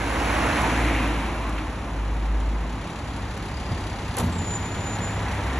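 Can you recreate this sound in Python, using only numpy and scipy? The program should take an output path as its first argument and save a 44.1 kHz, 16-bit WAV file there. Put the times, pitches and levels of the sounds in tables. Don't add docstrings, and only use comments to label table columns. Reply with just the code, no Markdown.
import sys
import numpy as np
from scipy import signal
from scipy.fft import rfft, irfft, next_fast_len
from scipy.io import wavfile

SR = 44100
rng = np.random.default_rng(int(sys.argv[2]) if len(sys.argv) > 2 else 0)


def materialize(psi):
    bounded = np.clip(np.atleast_2d(psi).T, -1, 1)
    quanta = np.round(bounded * 32767).astype(np.int16)
    wavfile.write(sys.argv[1], SR, quanta)


N = 246519
TIME = np.arange(N) / SR
SIZE = next_fast_len(N + 2000)
HZ = np.maximum(np.arange(SIZE // 2 + 1) * SR / SIZE, 1)

# time_s, right_share (1 = far right, 0 = straight ahead)
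CAR_RIGHT_SHARE = [(0, 1), (.45, .95), (.8, .4), (1.1, .12), (1.6, 0)]
# nearest_s, level_db, half_width_s, loss_db_per_decade of distance
ROAR_PASS = (0.51, -28, 0.49, 30.5)
HISS_PASS = (0.56, -31, 1.05, 84.5)
BODY_PASS = (0.68, -27.5, 0.83, 65)
SPRAY_PASS = (0.5, -44.5, 0.79, 59)
# freq_hz, relative_db
ROAR_COLOUR = [(300, -21), (450, -1.5), (680, -1), (950, 0.5), (1400, -5), (2000, -15)]
HISS_COLOUR = [(900, -26), (1500, -1), (2000, -0.5), (2600, -2.5), (3200, -9.5), (4000, -12.5),
               (4800, -19.5), (7000, -31)]
BODY_COLOUR = [(25, -29), (70, -1), (110, -6), (165, -6.5), (235, -1.5), (305, 4), (400, -11), (700, -12)]
SPRAY_COLOUR = [(2500, -3), (4500, -2), (6200, 1), (8500, -0.5), (10000, 3), (10900, 2.5), (11800, -12),
                (12600, -26)]
# time_s, centre_hz
SINGING_PITCH = [(.3, 1060), (.6, 980), (.72, 900), (1.1, 900), (1.45, 1060)]
# nearest_s, level_db, half_width_s, loss_db_per_decade
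SINGING_SURGES = [(.36, -35.5, .16, 38), (.605, -29, 0.04, 37), (.67, -28.5, .045, 37),
                  (.785, -32, .02, 35), (1.05, -35, .025, 35), (1.27, -38, .03, 35),
                  (1.47, -37.5, 0.06, 19)]
# time_s, centre_hz
SWISH_CENTRE = [(.33, 1900), (.49, 1500), (.57, 2050), (.8, 1954), (.97, 2348), (1.12, 2750), (1.35, 3403)]
# nearest_s, level_db, half_width_s, loss_db_per_decade
SWISH_SURGES = [(.335, -33, 0.038, 40), (.5, -30, 0.046, 51), (.572, -30, .028, 49), (.78, -35, 0.076, 40),
                (.95, -33, 0.12, 41)]
# freq_hz, left_minus_right_db
RIGHT_BALANCE = [(150, -.3), (330, -1.3), (650, -4.5), (1100, -6), (1550, -1.2), (1900, 0), (2350, 5),
                 (2750, 1), (3500, -2), (4700, -3.5), (5500, 0)]
# freq_hz, left_lead_rad
RIGHT_LEAD = [(150, -.1), (350, -.35), (520, -.85), (950, -1), (1250, -.7), (1600, -.25), (2000, -.3),
              (2400, -1.1), (2900, -1.3), (3600, -1), (5000, 0)]


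def near_car(grain=0.16, crackle=0.37):
    right, = in_time(CAR_RIGHT_SHARE)
    splashes = droplets(per_s=3100, size_db=3.0, decay_s=0.0011) - 1
    roar = passing(*ROAR_PASS) * noise(ROAR_COLOUR, band=(500, 1400))
    hiss = passing(*HISS_PASS) * (1 + crackle * splashes) * noise(HISS_COLOUR, band=(1600, 3500))
    body = passing(*BODY_PASS) * noise(BODY_COLOUR, band=(130, 420))
    spray = passing(*SPRAY_PASS) * (1 + grain * splashes) * noise(SPRAY_COLOUR, band=(5500, 7500))
    singing = tyre_band(SINGING_PITCH, SINGING_SURGES, width_hz=140.0)
    swish = tyre_band(SWISH_CENTRE, SWISH_SURGES, width_hz=450.0)
    car = roar + singing + hiss + swish + body + spray
    return shaded(right * car, RIGHT_BALANCE, at_hz(RIGHT_LEAD)) + (1 - right) * car


# time_s, pitch_hz
DRONE_PITCH = [(0, 54), (.7, 57), (.95, 55.3), (1.44, 54), (1.6, 51.4), (2.05, 52), (2.7, 52.7), (3.15, 55),
               (3.7, 47), (5.0, 50)]
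# time_s, level_db
DRONE_SWELLS = [(0, -28), (.38, -24.5), (.48, -26), (.54, -35), (.61, -25), (.85, -21), (1.25, -25),
                (1.41, -23), (1.6, -26.5), (1.9, -32.5), (1.99, -23.5), (2.3, -20), (2.5, -20), (2.78, -30),
                (2.95, -42), (3.15, -35), (4.0, -36), (4.7, -45), (5.3, -40), (5.59, -41)]
# loudest_s, level_db, half_width_s, loss_db_per_decade
BURBLE_SWELL = (2.5, -39.5, 0.74, 32)
# freq_hz, relative_db
BURBLE_COLOUR = [(125, -2), (168, 2), (200, -1.5), (265, -1), (325, -3), (380, -10)]


def engine_drone(second_db=-7.5, third_db=-15.0, waver_db=1.14, richest_s=0.73, dulling_db_per_s=32.0):
    pitch_hz, = in_time(DRONE_PITCH)
    drone_db, = in_time(DRONE_SWELLS)
    angle = 2 * np.pi * turns(pitch_hz * (1 + 0.0033 * drift(6.1)))
    first, second, third = np.sin(np.outer([1, 2, 3], angle))
    richness = from_db(-dulling_db_per_s * np.abs(TIME - richest_s))
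    overtones = from_db(second_db + 2 * drift(2.1)) * second + from_db(third_db) * third
    drone = from_db(drone_db + waver_db * drift(2.6)) * (first + richness * overtones)
    return drone + passing(*BURBLE_SWELL) * noise(BURBLE_COLOUR)


# start_s, level_db, decay_s
PUDDLE_SLAPS = [(.565, -38, .03), (1.575, -30.5, 0.021)]


def puddles():
    return bursts(PUDDLE_SLAPS, HISS_COLOUR, rise_s=0.0055)


# start_s, relative_db
GRIT_TICKS = [(.6175, -16), (.999, -27), (1.494, -24), (3.376, -22.5), (4.659, -28)]
# freq_hz, relative_db
TICK_COLOUR = [(2500, -12), (5000, -1), (6500, 0), (8500, 3), (10000, 2), (12000, -10)]


def grit(level_db=-10.5, decay_s=0.0017):
    ticks = [(start_s, relative_db + level_db, decay_s) for start_s, relative_db in GRIT_TICKS]
    return bursts(ticks, TICK_COLOUR, rise_s=.0002)


# time_s, firing_rate_hz
DIESEL_FIRING_RATE = [(0, 35.2), (2.4, 34), (3.5, 34.4), (4.1, 32.5), (4.5, 33.3), (5.1, 33.6),
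                      (5.59, 32.2)]
# time_s, clatter_db, rumble_db, notes_db
DIESEL_LOAD = [(0, -52.5, -41, -42), (2.6, -49.5, -41.5, -43), (2.9, -47, -39.5, -41),
               (4.0, -44, -34.5, -39.5), (5.0, -42.5, -36, -38), (5.37, -43, -40.5, -33.5),
               (5.59, -42, -38, -36)]
# firing_rate_multiple, relative_db
DIESEL_NOTES = [(2, 1), (3, 0.5), (5, -9.5), (6, -13), (8, -11.5)]
# freq_hz, relative_db
CLATTER_COLOUR = [(600, -21), (1500, -6), (2600, 1.5), (3900, 2), (5000, -5), (6300, -3.5), (7500, -3),
                  (8800, -11.5), (10600, -2), (11800, -22), (13000, -84)]
RUMBLE_COLOUR = [(25, -12), (50, -10), (75, -0.5), (105, -3), (135, -6.5), (180, -6.5), (300, -16.5),
                 (600, -22.5)]
# freq_hz, left_minus_right_db
BAY_BALANCE = [(1900, 0), (2300, 0), (2900, 9), (3700, -1), (4400, 3), (4900, 0), (5500, 1.5), (5900, 0)]


def diesel():
    rate_hz, = in_time(DIESEL_FIRING_RATE)
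    clatter_db, rumble_db, notes_db = in_time(DIESEL_LOAD)
    knocks = firing_knocks(knock_s=0.0099, rise_s=0.004, uneven_db=3.0, between=0.54)
    clatter = shaded(from_db(clatter_db) * knocks * noise(CLATTER_COLOUR), BAY_BALANCE)
    notes = 0
    for multiple, relative_db in DIESEL_NOTES:
        angle = 2 * np.pi * (multiple * turns(rate_hz) + rng.random()) + 0.63 * drift(7.1)
        gain = from_db(relative_db + notes_db + 3.1 * drift(4.2))
        notes = notes + np.sqrt(2) * gain * np.sin(angle)
    return clatter + notes + from_db(rumble_db) * noise(RUMBLE_COLOUR)


def firing_knocks(knock_s, rise_s, uneven_db, between):
    rate_hz, = in_time(DIESEL_FIRING_RATE)
    firings = turns(rate_hz)
    number = firings.astype(int)
    age_s = firings % 1 / rate_hz
    strength = from_db(uneven_db * rng.standard_normal(size=400))[number]
    knocks = between + strength * (1 - np.exp(-age_s / rise_s)) * np.exp(-age_s / knock_s)
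    return knocks / np.sqrt(np.mean(knocks ** 2))


# start_s, level_db, decay_s
AIR_SPITS = [(4.1685, -17, 0.0015), (4.1735, -32, 0.004), (4.1812, -26, 0.004), (4.1845, -19.5, 0.0055),
             (4.1985, -22, 0.0035), (4.2065, -28, .003), (4.207, -40.5, 0.052), (4.2445, -33, .002)]
# start_s, level_db, decay_s
LINKAGE_CLUNKS = [(4.171, -22, 0.03), (4.19, -27.5, 0.035)]
# freq_hz, relative_db
SPIT_COLOUR = [(1200, -13), (2500, 3), (3300, -9), (4500, 0), (5400, -5.5), (6500, 1), (8000, 5.5),
               (9300, -8), (10100, 11.5), (11200, 5.5), (12200, 3)]
LINKAGE_COLOUR = [(200, -3), (550, 1.5), (800, -1), (1250, -3.5), (1700, -15), (4000, -18)]


def brake_release(sputter=0.48):
    rough = 1 + sputter * (droplets(per_s=2500, size_db=1.0, decay_s=.0005) - 1)
    air = shaded(rough * bursts(AIR_SPITS, SPIT_COLOUR, rise_s=0.00067), BAY_BALANCE)
    return air + bursts(LINKAGE_CLUNKS, LINKAGE_COLOUR, rise_s=0.0035)


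# start_s, level_db, decay_s, boom_tilt_db_per_octave
BAY_THUDS = [(3.712, -19.5, 0.027, -15), (4.1973, -19, 0.035, 1), (4.2315, -22.5, 0.044, 1),
             (4.268, -21, 0.037, -2.5), (4.352, -23.5, 0.038, -3), (4.409, -27, 0.035, -9),
             (4.765, -20.5, 0.034, -5), (4.985, -26.5, 0.037, 2)]
# freq_hz, relative_db
BAY_MODES = [(85, 1.5), (112, -5), (150, -8), (176, -4.5), (238, -6)]
# freq_hz, relative_db
RATTLE_COLOUR = [(40, -9), (70, -4), (130, 1), (175, 1.5), (245, -3), (310, -8), (400, -12), (800, -15)]


def thuds(boom_db=-0.5, rattle_db=-6.0, rise_s=0.0035, uneven_db=1.0):
    mode_hz, mode_db = np.transpose(BAY_MODES)
    boom = np.zeros(N)
    for start_s, level_db, decay_s, tilt_db in BAY_THUDS:
        start = int(start_s * SR)
        age_s = TIME[:min(N - start, SR // 2)]
        tilted_db = mode_db + tilt_db * np.log2(mode_hz / mode_hz[0])
        colour_db = tilted_db + uneven_db * rng.standard_normal(len(mode_hz))
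        ringing = from_db(level_db + boom_db + colour_db) @ np.sin(2 * np.pi * np.outer(mode_hz, age_s))
        boom[start:start + len(age_s)] += (1 - np.exp(-age_s / rise_s)) * np.exp(-age_s / decay_s) * ringing
    rattle = bursts([row[:3] for row in BAY_THUDS], RATTLE_COLOUR, rise_s)
    return boom + from_db(rattle_db) * rattle


# time_s, pitch_hz
SQUEAL_GLIDE = [(4.315, 7540), (4.35, 7540), (4.405, 7100), (4.5, 7080), (4.6, 6998), (5.0, 6985),
                (5.08, 7100), (5.22, 7260)]
# time_s, extra_db, width_s (standard deviation)
SHOE_GRABS = [(4.39, 7.5, 0.0075), (4.48, 8, 0.032), (4.556, 12, 0.018), (4.592, -6, 0.0087),
              (4.645, 2, 0.019), (4.69, -9, 0.0058), (4.935, 3.5, .045), (4.998, -12, 0.012),
              (5.042, 11, .016)]


def squeal(flutter_db=2.5, jitter=0.0012, echo_db=-14.0):
    pitch_hz, = in_time(SQUEAL_GLIDE)
    rubbing = swell(start_s=4.314, length_s=0.81, level_db=-45, attack_s=0.0068, release_s=.07)
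    grab_db = sum(db * np.exp(-.5 * ((TIME - s) / width_s) ** 2) for s, db, width_s in SHOE_GRABS)
    gain = rubbing * from_db(grab_db + flutter_db * drift(35.6))
    tone = gain * np.sin(2 * np.pi * turns(pitch_hz * (1 + jitter * drift(87.5))))
    echoes = []
    for port in range(2):
        lags_s = rng.uniform(0.019, 0.083, size=4)
        echoes.append(sum(np.interp(TIME - lag_s, TIME, tone) for lag_s in lags_s))
    return np.sqrt(2) * (tone + from_db(echo_db) * np.array(echoes) / 2)


# start_s, length_s, level_db
WHISTLE_NOTES = [(3.47, 0.24, -55), (3.78, 0.038, -52)]
# loudest_s, level_db, half_width_s, loss_db_per_decade
BREATH_SWELL = (4, -57, 0.96, 42)


def whistle(width_hz=43.0, hiss_width_hz=280.0, pan_db=12.5, attack_s=.05, release_s=.035):
    notes = sum(swell(*row, attack_s, release_s) for row in WHISTLE_NOTES) * narrow_noise(4856, width_hz)
    hiss = passing(*BREATH_SWELL) * narrow_noise(4640, hiss_width_hz)
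    chop = firing_knocks(knock_s=.008, rise_s=.004, uneven_db=2.0, between=.08)
    return from_db(pan_db * np.array([[.5], [-.5]])) * chop * (notes + hiss)


# nearest_s, level_db, half_width_s, loss_db_per_decade
NEXT_ROAR_PASS = (5.5, -36, 0.9, 17.5)
NEXT_HISS_PASS = (6, -37.5, 0.59, 18.5)
# freq_hz, relative_db
FAR_COLOUR = [(22, -12), (45, 8.5), (130, 4.5), (200, 4), (310, 3), (380, 0), (550, -1.5), (900, 2),
              (1200, -3), (1550, -7.5), (2300, -9.5), (3300, -18), (5000, -26), (10500, -52)]
NEXT_HISS_COLOUR = [(400, 1.5), (1000, 0), (1400, -1.5), (1850, 3.5), (2600, -5), (3600, -17), (5000, -33),
                    (10700, -19.5), (12500, -35)]
# time_s, centre_hz
NEXT_SWISH_CENTRE = [(5.08, 1900), (5.25, 1750), (5.59, 1848)]
# nearest_s, level_db, half_width_s, loss_db_per_decade
NEXT_SWISH_SURGES = [(5.1, -43, .025, 45), (5.3, -40.5, 0.062, 45), (5.55, -41, 0.028, 45)]


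def traffic(steady_db=-41.0, crackle=0.27):
    roar_gain = np.hypot(from_db(steady_db), passing(*NEXT_ROAR_PASS))
    roar = roar_gain * noise(FAR_COLOUR, band=(500, 1400))
    splashes = droplets(per_s=1800, size_db=4.0, decay_s=0.001) - 1
    hiss = passing(*NEXT_HISS_PASS) * noise(NEXT_HISS_COLOUR, band=(1600, 3000))
    swish = tyre_band(NEXT_SWISH_CENTRE, NEXT_SWISH_SURGES, width_hz=280.0)
    return roar + (1 + crackle * splashes) * (hiss + swish)


def tyre_band(pitch, surges, width_hz):
    centre_hz, = in_time(pitch)
    gain = np.sqrt(sum(passing(*row) ** 2 for row in surges))
    return gain * narrow_noise(centre_hz, width_hz)


def passing(nearest_s, level_db, width_s, loss_db):
    distance = np.hypot(1, (TIME - nearest_s) / width_s)
    return from_db(level_db - loss_db * np.log10(distance))


def swell(start_s, length_s, level_db, attack_s, release_s):
    age_s = np.maximum(TIME - start_s, 0)
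    rise = 1 - np.exp(-age_s / attack_s)
    return from_db(level_db) * rise * np.exp(-np.maximum(age_s - length_s, 0) / release_s)


def bursts(events, colour, rise_s):
    power = np.zeros(N)
    for start_s, level_db, decay_s in events:
        age_s = np.maximum(TIME - start_s, 0)
        fall = np.exp(-np.minimum(age_s / decay_s, 20))
        power += (from_db(level_db) * (1 - np.exp(-age_s / rise_s)) * fall) ** 2
    return np.sqrt(power) * noise(colour)


def droplets(per_s, size_db, decay_s):
    sizes = from_db(size_db * np.minimum(rng.exponential(1, N), 4))
    drops = (rng.random(N) < per_s / SR) * sizes
    splashes = signal.lfilter([1], [1, -np.exp(-1 / (decay_s * SR))], drops + 1e-18)
    return splashes / np.sqrt(np.mean(splashes ** 2))


# freq_hz, likeness_0_to_1
PORT_LIKENESS = [(60, .997), (130, .993), (250, .985), (500, .93), (1000, .93), (1800, .94), (2600, .6),
                 (3800, .76), (4700, .62), (5900, .98), (7000, .85), (8200, .88), (9000, .99), (10500, .85),
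                 (12000, .99)]


def noise(spectrum, band=None):
    first_hz, last_hz = spectrum[0][0], spectrum[-1][0]
    gain = from_db(at_hz(spectrum))
    gain = gain / (1 + (HZ / last_hz / 1.3) ** 6) / (1 + (first_hz / HZ / 1.3) ** 6)
    low_hz, high_hz = band or (0, SR)
    gain = gain / np.sqrt(np.mean(gain ** 2 * (HZ > low_hz) * (HZ < high_hz)))
    alike = np.clip(at_hz(PORT_LIKENESS), 0, 1)
    mid, side = rfft(rng.standard_normal((2, SIZE)))
    both = np.sqrt((1 + alike) / 2) * mid + np.sqrt((1 - alike) / 2) * side * [[1], [-1]]
    return irfft(gain * both, SIZE)[:, :N]


def narrow_noise(hz, width_hz):
    angle = 2 * np.pi * turns(hz * np.ones(N))
    return drift(width_hz) * np.sin(angle) + drift(width_hz) * np.cos(angle)


def drift(corner_hz):
    slow = irfft(rfft(rng.standard_normal(SIZE)) / (1 + (HZ / corner_hz) ** 2), SIZE)[:N]
    return slow / slow.std()


def shaded(sound, balance, phase_rad=0):
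    tip = (at_hz(balance) * np.log(10) / 20 + 1j * phase_rad) * [[.5], [-.5]]
    return irfft(rfft(sound, SIZE) * np.exp(tip), SIZE)[:, :N]


def turns(hz):
    return np.cumsum(hz) / SR


def from_db(db):
    return 10 ** (np.asarray(db) / 20)


def in_time(rows):
    time_s, *columns = np.transpose(rows)
    return [np.interp(TIME, time_s, column) for column in columns]


def at_hz(points):
    freq_hz, value = np.transpose(points)
    return np.interp(np.log(HZ), np.log(freq_hz), value)


def scene():
    road = near_car() + engine_drone() + puddles() + grit() + traffic()
    fire_engine = diesel() + whistle() + brake_release() + thuds() + squeal()
    return road + fire_engine


# freq_hz, left_lead_rad
PORT_LEAD = [(300, 0), (600, .2), (1500, .05), (2000, .2), (2500, .7), (2900, .85), (3600, .55), (4200, .6),
             (4700, 2.3), (5200, 5.1), (5700, 6.2), (6300, 6.5), (8550, 9.35), (9500, 9.5), (11000, 11.1),
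             (11700, 12.4), (12500, 12.57)]
CUTOFF_HZ = 12000


def record(dry):
    lead = np.exp(1j * at_hz(PORT_LEAD) * [[.5], [-.5]])
    ports = irfft(rfft(dry, SIZE) * lead, SIZE)[:, :N]
    low_pass = signal.cheby1(10, .3, CUTOFF_HZ, fs=SR, output="sos")
    return signal.sosfilt(low_pass, ports)


dry = scene()
out = record(dry)
materialize(out)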